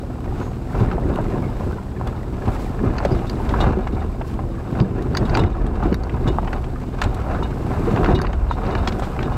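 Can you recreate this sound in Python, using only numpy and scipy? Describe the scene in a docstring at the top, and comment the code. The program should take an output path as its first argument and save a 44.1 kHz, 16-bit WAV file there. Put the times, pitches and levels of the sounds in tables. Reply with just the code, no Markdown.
"""A six-cylinder engine turns low and steady in the cab of a pickup crawling up a rocky trail.
Its drone is a stack of sines; under it filtered noise makes tyre rumble, body sway and grinding grit.
Stones pop and the suspension thumps as short dying rings. Loose trim clacks as filtered snaps,
a metal fitting jingles through its ringing tones, panels squeak in narrow bands of noise,
and a soft hiss carries fine ticks and a thin whistle."""
import sys
import numpy as np
from scipy import signal
from scipy.fft import rfft, irfft, next_fast_len
from scipy.io import wavfile
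from scipy.ndimage import uniform_filter1d, minimum_filter1d, map_coordinates

SR = 44100
rng = np.random.default_rng(int(sys.argv[2]) if len(sys.argv) > 2 else 0)


def generate_wav(signal):
    """Clip the signal to [-1, 1] and save it as 16-bit WAV at the path in sys.argv[1]."""
    frames = np.transpose(np.atleast_2d(signal))
    scaled = np.clip(frames, -1, 1) * 32767
    pcm = np.round(scaled).astype(np.int16)
    wavfile.write(sys.argv[1], SR, pcm)


N = 413216  # length in samples
USUAL_LOAD_DB = -33.5  # grinding level on an ordinary stretch; load_db is counted from here


def amp(db):
    """Turn decibels into a gain."""
    return 10 ** (np.asarray(db) / 20)


def unit(x):
    """Scale to an rms of 1."""
    return x / np.sqrt(np.mean(x ** 2) + 1e-20)


def along(points, hz):
    """Read (pitch_hz, value) points at any pitch, on a log axis."""
    f, v = np.transpose(points)
    return np.interp(np.log(hz + 1), np.log(f + 1), v)


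def curves(rows):
    """Turn each column after the time into a curve with one value per sample."""
    s, *cols = np.transpose(rows)
    return [np.interp(np.arange(N) / SR, s, c) for c in cols]


def wobble(rate):
    """A smooth random curve through `rate` random points a second."""
    points = rng.standard_normal(int(N * rate / SR) + 4)
    return map_coordinates(points, [np.arange(N) * rate / SR])


def coloured(x, spectrum):
    """Filter x to the given (pitch_hz, level_db) curve, with no sound before its cause."""
    m = 2 * next_fast_len(len(x))
    level = amp(along(spectrum, np.fft.rfftfreq(m, 1 / SR)))
    # folding the cepstrum forward gives the minimum-phase filter
    cepstrum = irfft(np.log(level))
    cepstrum[1:m // 2] *= 2
    cepstrum[m // 2 + 1:] = 0
    return irfft(rfft(x, m) * np.exp(rfft(cepstrum)))[:len(x)]


def add(track, s, sound):
    """Mix a sound into the track, starting at s seconds."""
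    start = int(np.clip(s * SR, 0, N - 1))
    track[start:start + len(sound)] += sound[:N - start]


def contacts(rate, spread_db):
    """Random small blows of unequal size and either sign, `rate` a second; rms 1."""
    size = amp(spread_db * np.minimum(rng.standard_exponential(N), np.pi))
    return unit((rng.random(N) < rate / SR) * size * rng.choice([-1, 1], N))


# how long the cab's reflections last: pitch_hz, time_to_fall_60_db_s
CAB_REFLECTIONS = [(100, 0.1), (500, 0.038), (2000, 0.055), (12000, 0.035)]


def in_cab(sound, wet_db):
    """Walls throw a blow back as a short noisy tail that dies at its own pace in each band; peak 1."""
    hz, t, z = signal.stft(rng.standard_normal(SR // 6), SR, nperseg=128)
    decay = amp(-60 * t / along(CAB_REFLECTIONS, hz)[:, None])
    tail = signal.istft(z * decay, SR, nperseg=128)[1]
    tail = np.pad(tail / np.linalg.norm(tail), (SR // 500, 0))  # reflections come 2 ms late
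    both = sound + amp(wet_db) * signal.fftconvolve(sound, tail)[:len(sound)]
    return both / np.max(np.abs(both))


# smooth trail between the rocks: grinding_db, tyre_rumble_db, body_sway_db
SMOOTH_TRAIL = (-43, -32.5, -41)
# a wheel climbs a rock and rolls off; rise and fall are times for a change by a factor e:
# crest_s, rise_s, fall_s, grinding_db, tyre_rumble_db, body_sway_db
ROCK_CLIMBS = [(0.291, 0.0306, 0.06, -43.5, -35, -22.5), (0.411, 0.071, 0.052, -33.5, -28.5, -36),
               (0.817, 0.083, 0.18, -29, -20, -19), (1.101, .07, 0.23, -34, -19.5, -26),
               (1.351, 0.097, 0.1, -35, -23.5, -39), (1.669, 0.41, 0.09, -36, -25.5, -27),
               (2.078, .05, 0.12, -33.5, -29, -26.5), (2.481, 0.12, 0.19, -32, -26.5, -24),
               (2.841, 0.06, 0.12, -33.5, -21, -22.5), (3.11, 0.21, 0.15, -30, -22, -24.5),
               (3.67, 0.2, 0.13, -24.5, -18.5, -15), (3.95, 0.058, 0.1, -33, -23, -26),
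               (4.331, 0.0966, 0.38, -45.5, -28.5, -27), (4.809, 0.12, 0.13, -30.5, -21, -31),
               (5.009, 0.09, 0.54, -35.5, -23, -25.5), (5.412, .14, 0.086, -24, -19, -22),
               (5.62, 0.21, 0.063, -29, -18.5, -13), (5.861, 0.34, 0.12, -30, -18, -17),
               (6.281, 0.33, 0.17, -32.5, -23.5, -21), (6.539, 0.075, 0.13, -34, -29, -24.5),
               (7.05, 0.075, 0.13, -30, -32, -22.5), (7.331, .1, 0.13, -29, -24.5, -24.5),
               (7.741, 0.081, 0.097, -28.5, -28, -32), (8.11, 0.28, 0.19, -23.5, -15, -18.5),
               (8.42, 0.303, 0.057, -41, -47, -15), (8.721, 0.16, 0.25, -29, -22.5, -25),
               (8.85, 0.081, 0.027, -37, -44, -18), (9.32, 0.31, 0.16, -32, -24.5, -22.5)]
SWAY_LINGERS = 1.97  # the body settles this many times slower than the tyre


def ride():
    """Grinding, rumble and sway in dB: each rock swells and dies away on top of the smooth trail."""
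    t = np.arange(0, N + 64, 64) / SR
    power = amp(SMOOTH_TRAIL)[:, None] ** 2 + 0 * t
    for s, rise, fall, *levels in ROCK_CLIMBS:
        settle = fall * np.array([[1], [1], [SWAY_LINGERS]])
        swell = np.exp(-np.maximum((s - t) / rise, (t - s) / settle))
        power = power + (amp(levels)[:, None] * swell) ** 2
    return curves(np.column_stack([t, 10 * np.log10(power.T)]))


# engine speed: time_s, shaft_turns_per_s
ENGINE_SPEED = [(0, 19.3), (2.0, 19.25), (3.8, 19.25), (4.4, 19.8), (5.3, 19.6), (6.0, 19.9), (6.5, 19.6),
                (7.5, 19.45), (8.05, 18.8), (8.8, 19.35), (9.37, 19.45)]
# tones of the drone, before they wobble: multiple_of_shaft_rate, level_db
ENGINE_TONES = [(2, -1), (2.5, -11), (3, 1), (3.5, -10), (4, -1), (5, -11), (6, 1), (7, -4), (9, -15),
                (10, -6), (11, -10), (13, -5), (15, -15), (18, -14)]


def engine():
    """Multiples of the shaft rate boom; three unequal firings a turn add puffs of mechanical noise."""
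    turns = np.cumsum(curves(ENGINE_SPEED)[0]) / SR
    drone = np.zeros(N)
    for k, db in ENGINE_TONES:
        cycles = round(2 * k) / 2 * turns + rng.random()
        drone += amp(db + 0.85 * wobble(4)) * np.sin(2 * np.pi * cycles + 0.13 * wobble(5.5))
    firing = (1 + np.cos(2 * np.pi * turns * 3)) * (3 + 2 * np.cos(2 * np.pi * turns))
    puff_spectrum = [(40, -41), (120, -17), (260, -2), (400, -8),
                     (800, -12.5), (2000, -32), (6000, -52), (15000, -63)]
    puffs = unit(firing * coloured(rng.standard_normal(N), puff_spectrum))
    return amp(-33) * drone + amp(-39) * puffs


def lumpy(x, depth_db):
    """Stones of different sizes: each band of x flares on its own for some 20 ms."""
    z = signal.stft(x, nperseg=512)[2]
    field = uniform_filter1d(rng.standard_normal(z.shape), size=5, axis=0)
    field = uniform_filter1d(field, size=4, axis=1)
    return signal.istft(z * amp(depth_db * unit(field)), nperseg=512)[1][:N]


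# tone of the body sway: pitch_hz, level_db (per Hz)
SWAY_TONE = [(10, -21), (21, -24.5), (28, 8), (36, 5.5), (50, 3.5), (75, 3), (100, -10), (160, -30),
             (600, -110)]
# tone of the drumming tyres: pitch_hz, level_db (per Hz)
RUMBLE_TONE = [(20, -61), (50, -29), (85, -1), (122, 0), (160, -3.5), (205, -3.5), (300, -7.5), (370, -5),
               (450, -12), (650, -24.5), (1300, -45), (5000, -115)]
# tone of the crushed grit: pitch_hz, level_db (per Hz)
GRIND_TONE = [(60, -46), (200, -37), (420, -2), (720, 4), (1000, -2), (1450, -6), (1950, -19),
              (2700, -19.5), (3200, -32.5), (4400, -35), (6000, -39), (9000, -55), (15000, -79)]


def tyres(grind_db, rumble_db, sway_db):
    """The body sways, the tread drums over rock, and grit is crushed more densely under load."""
    sway = unit(coloured(rng.standard_normal(N), SWAY_TONE))
    # the dampers hold the swings near an even size
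    sway = unit(sway / np.sqrt(np.abs(uniform_filter1d(sway ** 2, SR // 12)) + 0.099))
    rumble = unit(coloured(contacts(700, spread_db=3.5) * amp(1.45 * wobble(13)), RUMBLE_TONE))
    crushing = contacts(230 * amp(0.5 * (grind_db - USUAL_LOAD_DB)), spread_db=2)
    grind = unit(coloured(in_cab(crushing, wet_db=-3.5), GRIND_TONE))
    grind = grind + 0.8 * unit(coloured(rng.standard_normal(N), GRIND_TONE))
    grind = unit(lumpy(grind, depth_db=0.5) * amp(1.87 * wobble(45)))
    return amp(sway_db) * sway + amp(rumble_db) * rumble + amp(grind_db) * grind


# tone of the hiss: pitch_hz, level_db (only the shape counts)
HISS_TONE = [(500, 10), (1800, 18.5), (3200, 14.5), (5000, 13), (6200, 8), (7700, 10.5), (8600, 6),
             (10500, 3.5), (12500, 4.5), (15500, -1.5)]
# soft swells of the hiss, before a slight wobble: middle_s, lift_db, half_length_s
HISS_SWISHES = [(0.427, 2.5, 0.13), (0.78, 4, 0.11), (1.362, 1.5, 0.21), (1.682, 3, 0.12),
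                (2.604, 6.5, 0.12), (3.461, 4, 0.24), (4.295, 7.5, 0.036), (7.81, 4, 0.29),
                (9.016, 4.5, 0.15)]
HISS_DB, HISS_GROWS = -53.5, 0.2  # level at an ordinary load; dB gained per dB of load
WHISTLE_HZ, WHISTLE_FLUTTER_HZ = 7933, 30.5  # middle pitch; flutters a second


def air(load_db):
    """A soft, ticking hiss swishes and a thin whistle flutters; both grow a little with the load."""
    t = np.arange(N) / SR
    ticks = contacts(24, spread_db=-2.5)
    hiss = unit(coloured(rng.standard_normal(N) + 0.3 * ticks, HISS_TONE))
    flutter = 1 + np.cos(2 * np.pi * WHISTLE_FLUTTER_HZ * t + 0.5 * wobble(8))
    whistle_cycles = np.cumsum(WHISTLE_HZ + 5 * wobble(20)) / SR
    whistle = amp(-17) * unit(flutter * np.sin(2 * np.pi * whistle_cycles))
    swish_db = sum(db * np.exp(-((t - s) / half) ** 2) for s, db, half in HISS_SWISHES)
    swish_db = swish_db * (1 + 0.2 * wobble(40))
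    return amp(HISS_DB + HISS_GROWS * load_db) * (amp(swish_db) * hiss + whistle)


GRIT_PER_S, GRIT_DB = 90, -39  # typical rate and level at an ordinary load
GRIT_HZ, GRIT_OCTAVES = 1716, 0.82  # middle pitch and its spread
GRIT_CYCLES, GRIT_DULLING_DB = 35.5, 10.5  # typical cycles to fall 60 dB; loss per octave upward


def grit(load_db):
    """Gravel cracks in little bunches: a few cycles each, own pitch, more and louder under load."""
    rate = GRIT_PER_S * amp(0.5 * load_db + 5 * wobble(16))
    at = np.flatnonzero(rng.random(N) < rate / SR)
    pitch, life, size = rng.standard_normal((3, N))[:, at, None]
    hz = np.clip(GRIT_HZ * 2 ** (GRIT_OCTAVES * pitch), 500, 9000)
    t = np.arange(SR // 50) / SR
    cycles = hz * t
    db = GRIT_DB + 0.59 * load_db[at, None] + 4 * np.minimum(size, 2)
    db = db - GRIT_DULLING_DB * np.log2(np.maximum(hz / GRIT_HZ, 0.5))
    decay = amp(db - 60 * cycles / (GRIT_CYCLES * 2 ** (0.5 * life)))
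    grains = decay * np.sin(2 * np.pi * cycles) * (1 - np.exp(-2 * cycles))
    # drop every grain into place and sum the overlaps
    places = at[:, None] + np.arange(len(t))
    return np.bincount(places.ravel(), grains.ravel(), N)[:N]


# tone of the hard plastic trim: pitch_hz, level_db
TRIM_TONE = [(200, -66), (900, 14.5), (1600, 11.5), (2800, 8), (3400, -1), (4100, -1.5), (4650, -2.5),
             (5300, -8.5), (5900, -8), (6450, -8.5), (7700, -12), (9500, -23), (11700, -20.5), (14000, -31)]
# ringing tones of the metal fitting: pitch_hz, level_db, time_to_fall_60_db_s
METAL_TONES = [(2902, -4, .13), (3472, -8, .05), (3690, 0, .08), (3800, -4, .05), (3942, -5, .06),
               (4377, -9, .08), (5030, -13, .05), (5770, -20, .05), (6298, -16, .05), (6869, -21, .06),
               (7670, -19, .05)]


def rattle(load_db):
    """Loose parts tick and the metal fitting trembles, more often and harder on rough ground."""
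    shake, t = amp(load_db), np.arange(SR // 8) / SR
    ticks = coloured(in_cab(contacts(34 * shake, spread_db=3.5), wet_db=1.5), TRIM_TONE)
    ring = sum(amp(db - 60 * t / t60) * np.sin(2 * np.pi * hz * t) for hz, db, t60 in METAL_TONES)
    tremble = signal.fftconvolve(contacts(45 * shake, spread_db=3), ring)[:N]
    return shake ** 0.5 * (amp(-49.5) * unit(ticks) + amp(-59.5) * unit(tremble))


def stone_pop(hz, t60):
    """A stone slips and strikes its neighbour: a crack, a short ring and a faint scrape; peak 1."""
    t = np.arange(SR // 6) / SR
    ring = np.sin(2 * np.pi * hz * t) - 0.5 * np.sin(2 * np.pi * 1.43 * hz * t)
    ring = ring * amp(-60 * t / t60) * (1 - np.exp(-t / 0.0003))
    crack = amp(-60 * t / 0.006)
    burst = rng.standard_normal(len(t)) * (crack + amp(-12) * amp(-18 * t / t60))
    spectrum = [(hz / 5, -25), (hz * 0.7, -3), (hz * 1.4, 0), (hz * 3, -9), (hz * 8, -35)]
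    scrape = coloured(burst, spectrum)
    return in_cab(ring + 0.7 * scrape / np.max(np.abs(scrape)), wet_db=-12)


# stones pop under the tread; level is the peak before the floor dulls it:
# start_s, level_db, pitch_hz, time_to_fall_60_db_s
STONE_POPS = [(0.914, -16, 1260, 0.028), (0.928, -19, 795, 0.067), (0.981, -13, 710, 0.042),
              (1.174, -14.5, 1010, 0.034), (1.187, -9.5, 650, 0.037), (1.348, -21, 733, 0.11),
              (2.012, -15, 720, 0.028), (2.478, -16, 767, 0.095), (3.003, -14.5, 948, 0.023),
              (3.051, -10, 632, 0.028), (3.539, -8, 960, 0.036), (3.604, -12, 783, .03),
              (3.624, -10, 710, .025), (3.641, -3.5, 853, 0.024), (3.669, -12, 1314, .02),
              (3.699, -13, 837, 0.039), (3.87, -11.5, 755, 0.03), (4.212, -16, 604, 0.026),
              (4.391, -15, 740, 0.027), (4.674, -23, 755, .035), (5.151, -11.5, 1405, 0.012),
              (5.228, -17, 635, 0.033), (5.337, -19, 700, 0.039), (5.35, -10.5, 1460, 0.018),
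              (5.372, -9, 920, 0.033), (5.448, -7, 684, 0.018), (5.803, -18, 760, 0.035),
              (5.826, -11, 850, 0.044), (5.907, -21, 651, 0.015), (6.068, -17, 700, 0.025),
              (6.142, -17, 985, 0.014), (6.385, -4.5, 872, 0.022), (6.43, -19.5, 625, 0.02),
              (6.476, -22, 810, 0.046), (6.531, -14.5, 1390, .03), (6.759, -23, 1214, 0.045),
              (7.016, -15, 799, 0.033), (7.268, -16.5, 600, 0.056), (7.303, -21, 628, 0.028),
              (7.348, -12, 714, 0.023), (7.425, -15, 920, 0.039), (7.705, -17, 619, 0.03),
              (7.738, -25, 797, 0.034), (7.973, -9.5, 780, 0.023), (8.06, -11, 1320, 0.018),
              (8.107, -25, 900, 0.016), (8.125, -19, 1596, 0.045), (8.199, -9, 1100, .02),
              (8.247, -7, 1020, 0.017), (8.333, -12, 895, 0.017), (8.511, -6.5, 948, 0.024),
              (8.621, -19, 875, 0.021), (8.71, -19, 719, 0.017), (8.753, -16, 847, 0.022),
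              (8.873, -14, 990, 0.025), (8.995, -16, 725, 0.031), (9.021, -12.5, 599, 0.034),
              (9.164, -20, 808, 0.023)]
# what the floor lets through: pitch_hz, level_db
FLOOR_TONE = [(1500, -2), (2600, -14.5), (4000, -18), (8000, -27), (15000, -52)]
# small stones between the big ones: rate and middle level (before the floor) at an ordinary load
PEBBLES_PER_S, PEBBLE_DB, PEBBLE_HZ = 12, -26, 923  # the last is their middle pitch


def stones(load_db):
    """Big stones pop singly, pebbles at random and more often under load; the floor dulls them all."""
    out = np.zeros(N)
    for s, db, hz, t60 in STONE_POPS:
        add(out, s, amp(db) * stone_pop(hz, t60))
    # running count of pebbles due so far; one falls at random within each whole count
    expected = np.cumsum(PEBBLES_PER_S * amp(0.5 * load_db)) / SR
    for k, (when, size, pitch) in enumerate(rng.random((int(expected[-1]), 3))):
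        at = np.searchsorted(expected, k + when)
        db = PEBBLE_DB + 0.42 * load_db[at] + 6 * (size - 0.5)
        hz = PEBBLE_HZ * 2 ** (2.1 * (pitch - 0.5))
        add(out, at / SR, amp(db) * stone_pop(hz, t60=0.049))
    return coloured(out, FLOOR_TONE)


# panels rub and squeak; level is the rms at the middle of the swell:
# start_s, level_db, pitch_hz, length_s
PANEL_SQUEAKS = [(0.33, -59, 6550, 0.23), (1.413, -43.5, 2180, 0.075), (3.098, -45, 4860, 0.055),
                 (3.957, -46, 2250, 0.063), (5.801, -42, 1240, 0.071), (8.488, -45, 3870, 0.045),
                 (8.522, -52, 3830, 0.048)]


def squeaks():
    """Rubbing panels stick and slip unevenly: a hoarse, narrow band that swells and fades."""
    out = np.zeros(N)
    for s, db, hz, length in PANEL_SQUEAKS:
        count = int(length * SR)
        band = [(hz / 4, -60), (hz * 0.88, -20), (hz, 0), (hz * 1.12, -20), (hz * 2, -48)]
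        rub = unit(coloured(rng.standard_normal(count), band))
        add(out, s, amp(db) * np.hanning(count) * rub)
    return out


# the suspension knocks against a rock; level is the peak:
# start_s, level_db, pitch_hz, time_to_fall_60_db_s
SUSPENSION_THUMPS = [(0.811, -3, 115, 0.11), (0.878, -10, 80, .04), (1.056, -15, 292, 0.066),
                     (1.075, -12, 90, 0.14), (1.275, -19, 347, 0.14), (1.342, -18, 355, 0.11),
                     (2.483, -12, 110.2, 0.065), (2.834, -19, 101, 0.075), (3.051, -7, 570, 0.059),
                     (3.111, -13, 378, 0.15), (3.125, -8, 150, 0.024), (3.154, -13, 85, 0.043),
                     (3.345, -17, 310, 0.08), (3.671, -0.5, 97, 0.083), (3.772, -7, 378, 0.067),
                     (4.807, 0, 125.7, 0.067), (4.822, -6, 189, 0.15), (4.981, -13, 363, 0.07),
                     (5.226, -8.5, 122, 0.069), (5.307, -10, 111.8, .06), (5.382, -11, 334, 0.026),
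                     (5.404, -2.5, 118.5, 0.11), (5.418, -3, 122, 0.1), (5.448, 2.5, 94, 0.043),
                     (5.856, -7, 340, 0.048), (5.922, -0.5, 203.5, 0.029), (5.926, -8, 398, 0.027),
                     (6.257, -11.5, 253, .04), (6.275, -7, 106.8, 0.074), (6.301, -13, 370, 0.14),
                     (7.059, -9.5, 95, 0.088), (7.874, -13, 467, 0.14), (8.015, -18, 376, 0.064),
                     (8.081, -11, 171, 0.11), (8.097, -14, 356, 0.083), (8.138, 0.5, 88, 0.16)]


def thumps():
    """Each rock shoves the frame once and sends a short, heavily damped boom through it."""
    out, t = np.zeros(N), np.arange(SR // 4) / SR
    for s, db, hz, t60 in SUSPENSION_THUMPS:
        u = 2 * np.pi * hz * t
        boom = np.sin(u) * amp(-60 * t / t60)
        shove = u * (2 - u) * np.exp(-u)
        shudder = unit(coloured(rng.standard_normal(len(t)), RUMBLE_TONE)) * amp(-30 * t / t60)
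        onset = 1 - np.exp(-t / 0.00029)
        knock = (boom + 0.71 * shove + 0.34 * shudder) * onset
        add(out, s, amp(db) * in_cab(knock, wet_db=-11.5))
    return out


# loose trim clacks; level is the peak, lifts reshape the trim's tone, only negative high lifts dull:
# start_s, level_db, low_ring_lift_db, main_ring_lift_db, high_snap_lift_db, time_to_fall_60_db_s
TRIM_CLACKS = [(0.913, -24.5, -1, -2, -14, 0.018), (1.157, -26, -2, -4, 7, 0.011),
               (2.072, -24.5, -4, -2, 4, 0.018), (2.477, -29, 2, -5, -14, 0.024),
               (2.982, -19, 4, 18, -5, 0.016), (3.049, -18, -4, 0, -2, 0.019),
               (3.191, -30, 3, -3, -14, 0.02), (3.296, -21.5, -9, 4, -1, .012),
               (3.491, -26, -11, -9, -12, 0.02), (3.872, -21, 1, -7, -10, 0.018),
               (4.215, -27.5, 4, -3, -10, .014), (4.801, -20.5, 1, 3, -14.5, 0.0072),
               (4.812, -26.5, -14, 12, -15, 0.007), (5.023, -34, -13, -4, 9, .012),
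               (5.149, -15, 0, 18, -12, 0.0067), (5.17, -10.5, -9.5, 12, 0.5, 0.013),
               (5.295, -24.5, -4, 14, -17, 0.013), (5.344, -25, -5, 14, -18, 0.0084),
               (5.35, -12, 0.5, 11, -14, 0.011), (5.371, -15, -4.5, -4, -3, .014),
               (5.436, -16, 1, -2, -14, .016), (5.665, -30, -12, -11, 4, .014),
               (5.927, -15, 1, 10, -20, 0.0079), (5.943, -13, -9.5, 19, 5, 0.0063),
               (6.035, -26, -11, 9, -2, 0.0099), (6.095, -23, 6, -3, -14, 0.013),
               (6.473, -25, 5, -4, -10, 0.034), (6.529, -23, 1, 1, 1, .022),
               (6.64, -29, -4, -8, -12, 0.018), (7.016, -11.5, -4, 0, -1, 0.022),
               (7.037, -19, -10, -14, -3, 0.021), (7.144, -32, -14, -4, 10, 0.017),
               (7.961, -19, -4, -1, -22, 0.008), (7.975, -24, 7, -4, -14, .012),
               (8.044, -16, -1, -3, -14, 0.012), (8.061, -16, -2, 3, -14, 0.0063),
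               (8.189, -11.5, -2, 9, -20, 0.006), (8.216, -11.5, -5, 15, 9, 0.0095),
               (8.249, -21, 3, 2, -20, 0.018), (8.268, -13.5, 6, 18, -31, 0.0081),
               (8.33, -23, -1, -2, 0, .018), (8.652, -24.5, 5, 10, -13, 0.0065),
               (8.665, -26.5, -2, 18, -7, 0.0056), (8.709, -29, -2, 4, -17, 0.0054),
               (8.751, -19, 2, 2, -12, 0.01), (8.874, -13.5, -8, -6, -16, 0.013),
               (8.882, -24, -14, -4, -4, 0.025), (8.923, -24.5, -8, -1, -15, 0.018),
               (8.994, -31.5, -17, -11, 3, 0.02), (9.023, -29.5, -10, -8, -11, 0.094),
               (9.191, -13.5, 6, 3, -29, 0.01), (9.228, -22.5, -8, -6, -13, 0.015)]
# the plastic's rings, and the hollows between them where the share is negative:
# pitch_hz, half_width_hz, share_of_main_ring_lift
PLASTIC_RINGS = [(3300, 250, -0.64), (3800, 330, 0.13), (4660, 440, 0.82), (5960, 320, 0.25),
                 (6530, 240, .6), (8100, 1500, -0.43)]
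CHATTER_HOLD = 0.25  # share of the fall time for which the parts keep touching before the fall


def trim():
    """Plastic snaps on plastic and chatters to rest; where it is struck decides which rings stand out."""
    out, t = np.zeros(N), np.arange(SR // 8) / SR
    hz = np.geomspace(200, 15000, 300)
    rings = sum(share * np.exp(-((hz - mid) / width) ** 2) for mid, width, share in PLASTIC_RINGS)
    for s, db, low_db, ring_db, high_db, t60 in TRIM_CLACKS:
        dull_db = min(high_db, 0)  # a softer touch also loses the upper rings
        tilt = [(2900, low_db), (3900, 0), (5000, 0), (7400, 0.6 * dull_db), (9000, high_db)]
        strike = amp(-60 * np.maximum(t - CHATTER_HOLD * t60, 0) / t60)
        rebounds = (rng.random(len(t)) < 350 / SR) * amp(-3 - 11 * t / t60)
        linger = amp(-11) * amp(-20 * t / t60)
        onset = 1 - np.exp(-t / 0.00014)
        snap = rng.choice([-1, 1], len(t)) * (strike + rebounds + linger) * onset
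        tone_db = along(TRIM_TONE, hz) + along(tilt, hz) + ring_db * rings
        clack = coloured(snap, np.column_stack([hz, tone_db]))
        add(out, s, amp(db) * in_cab(clack, wet_db=-10))
    return out


# the metal fitting jingles; level is the peak, the chatter falls 60 dB over its length:
# start_s, level_db, chatter_length_s
METAL_JINGLES = [(3.266, -35, 0.047), (3.602, -20, 0.078), (5.252, -29, 0.046), (5.39, -23, 0.069),
                 (5.459, -30, 0.029), (6.274, -24, 0.048), (7.426, -28.5, 0.051), (8.148, -17.5, 0.045),
                 (8.509, -31, 0.14), (8.775, -35, .1), (9.245, -39, .1)]


def fitting():
    """Hard jolts set the loose metal chattering, and every touch rings its tones."""
    out, t = np.zeros(N), np.arange(SR // 4) / SR
    for s, db, length in METAL_JINGLES:
        # the part seats differently each time, which shifts its tones a little
        ring = np.zeros(len(t))
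        for hz, level, t60 in METAL_TONES:
            decay = amp(level + rng.normal(0, 2.5) - 60 * t / t60)
            ring += decay * np.sin(2 * np.pi * hz * rng.normal(1, 0.006) * t)
        chatter = rng.standard_normal(len(t)) * amp(-60 * t / length) * (1 - np.exp(-t / 0.0032))
        jingle = unit(signal.fftconvolve(chatter, ring)[:len(t)])
        jingle = jingle + 0.3 * unit(coloured(chatter, TRIM_TONE))
        add(out, s, amp(db) * jingle / np.max(np.abs(jingle)))
    return out


def scene():
    """Add the sounds from outside the cab to those from inside it."""
    grind_db, rumble_db, sway_db = ride()
    load_db = grind_db - USUAL_LOAD_DB
    outside = engine() + tyres(grind_db, rumble_db, sway_db)
    outside = outside + grit(load_db) + stones(load_db) + thumps()
    inside = air(load_db) + rattle(load_db) + squeaks() + trim() + fitting()
    return (outside + inside)[None]


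LIMIT, RELEASE_DB_PER_S = 0.56, 13.5  # ceiling (full scale is 1); speed of recovery
LOW_CUT_HZ, TOP_HZ = 24, 15750  # the bass fades out below the first; nothing passes above the second


def record(dry):
    """A gain control ducks at peaks above the ceiling and recovers slowly; then the band is trimmed."""
    over_db = 20 * np.log10(np.maximum(np.abs(dry) / LIMIT, 1))
    recovered_db = RELEASE_DB_PER_S * np.arange(N) / SR
    duck_db = np.maximum.accumulate(over_db + recovered_db, axis=-1) - recovered_db
    # hold and smooth the gain over 5 ms
    gain = minimum_filter1d(amp(-duck_db), size=SR // 200)
    gain = uniform_filter1d(gain, size=SR // 200)
    m = next_fast_len(N + SR // 2)
    hz = np.fft.rfftfreq(m, 1 / SR)
    band = hz ** 4 / np.hypot(hz ** 4, LOW_CUT_HZ ** 4) * (hz < TOP_HZ)
    return irfft(rfft(dry * gain, m) * band, m)[..., :N]


dry = scene()
out = record(dry)
generate_wav(out)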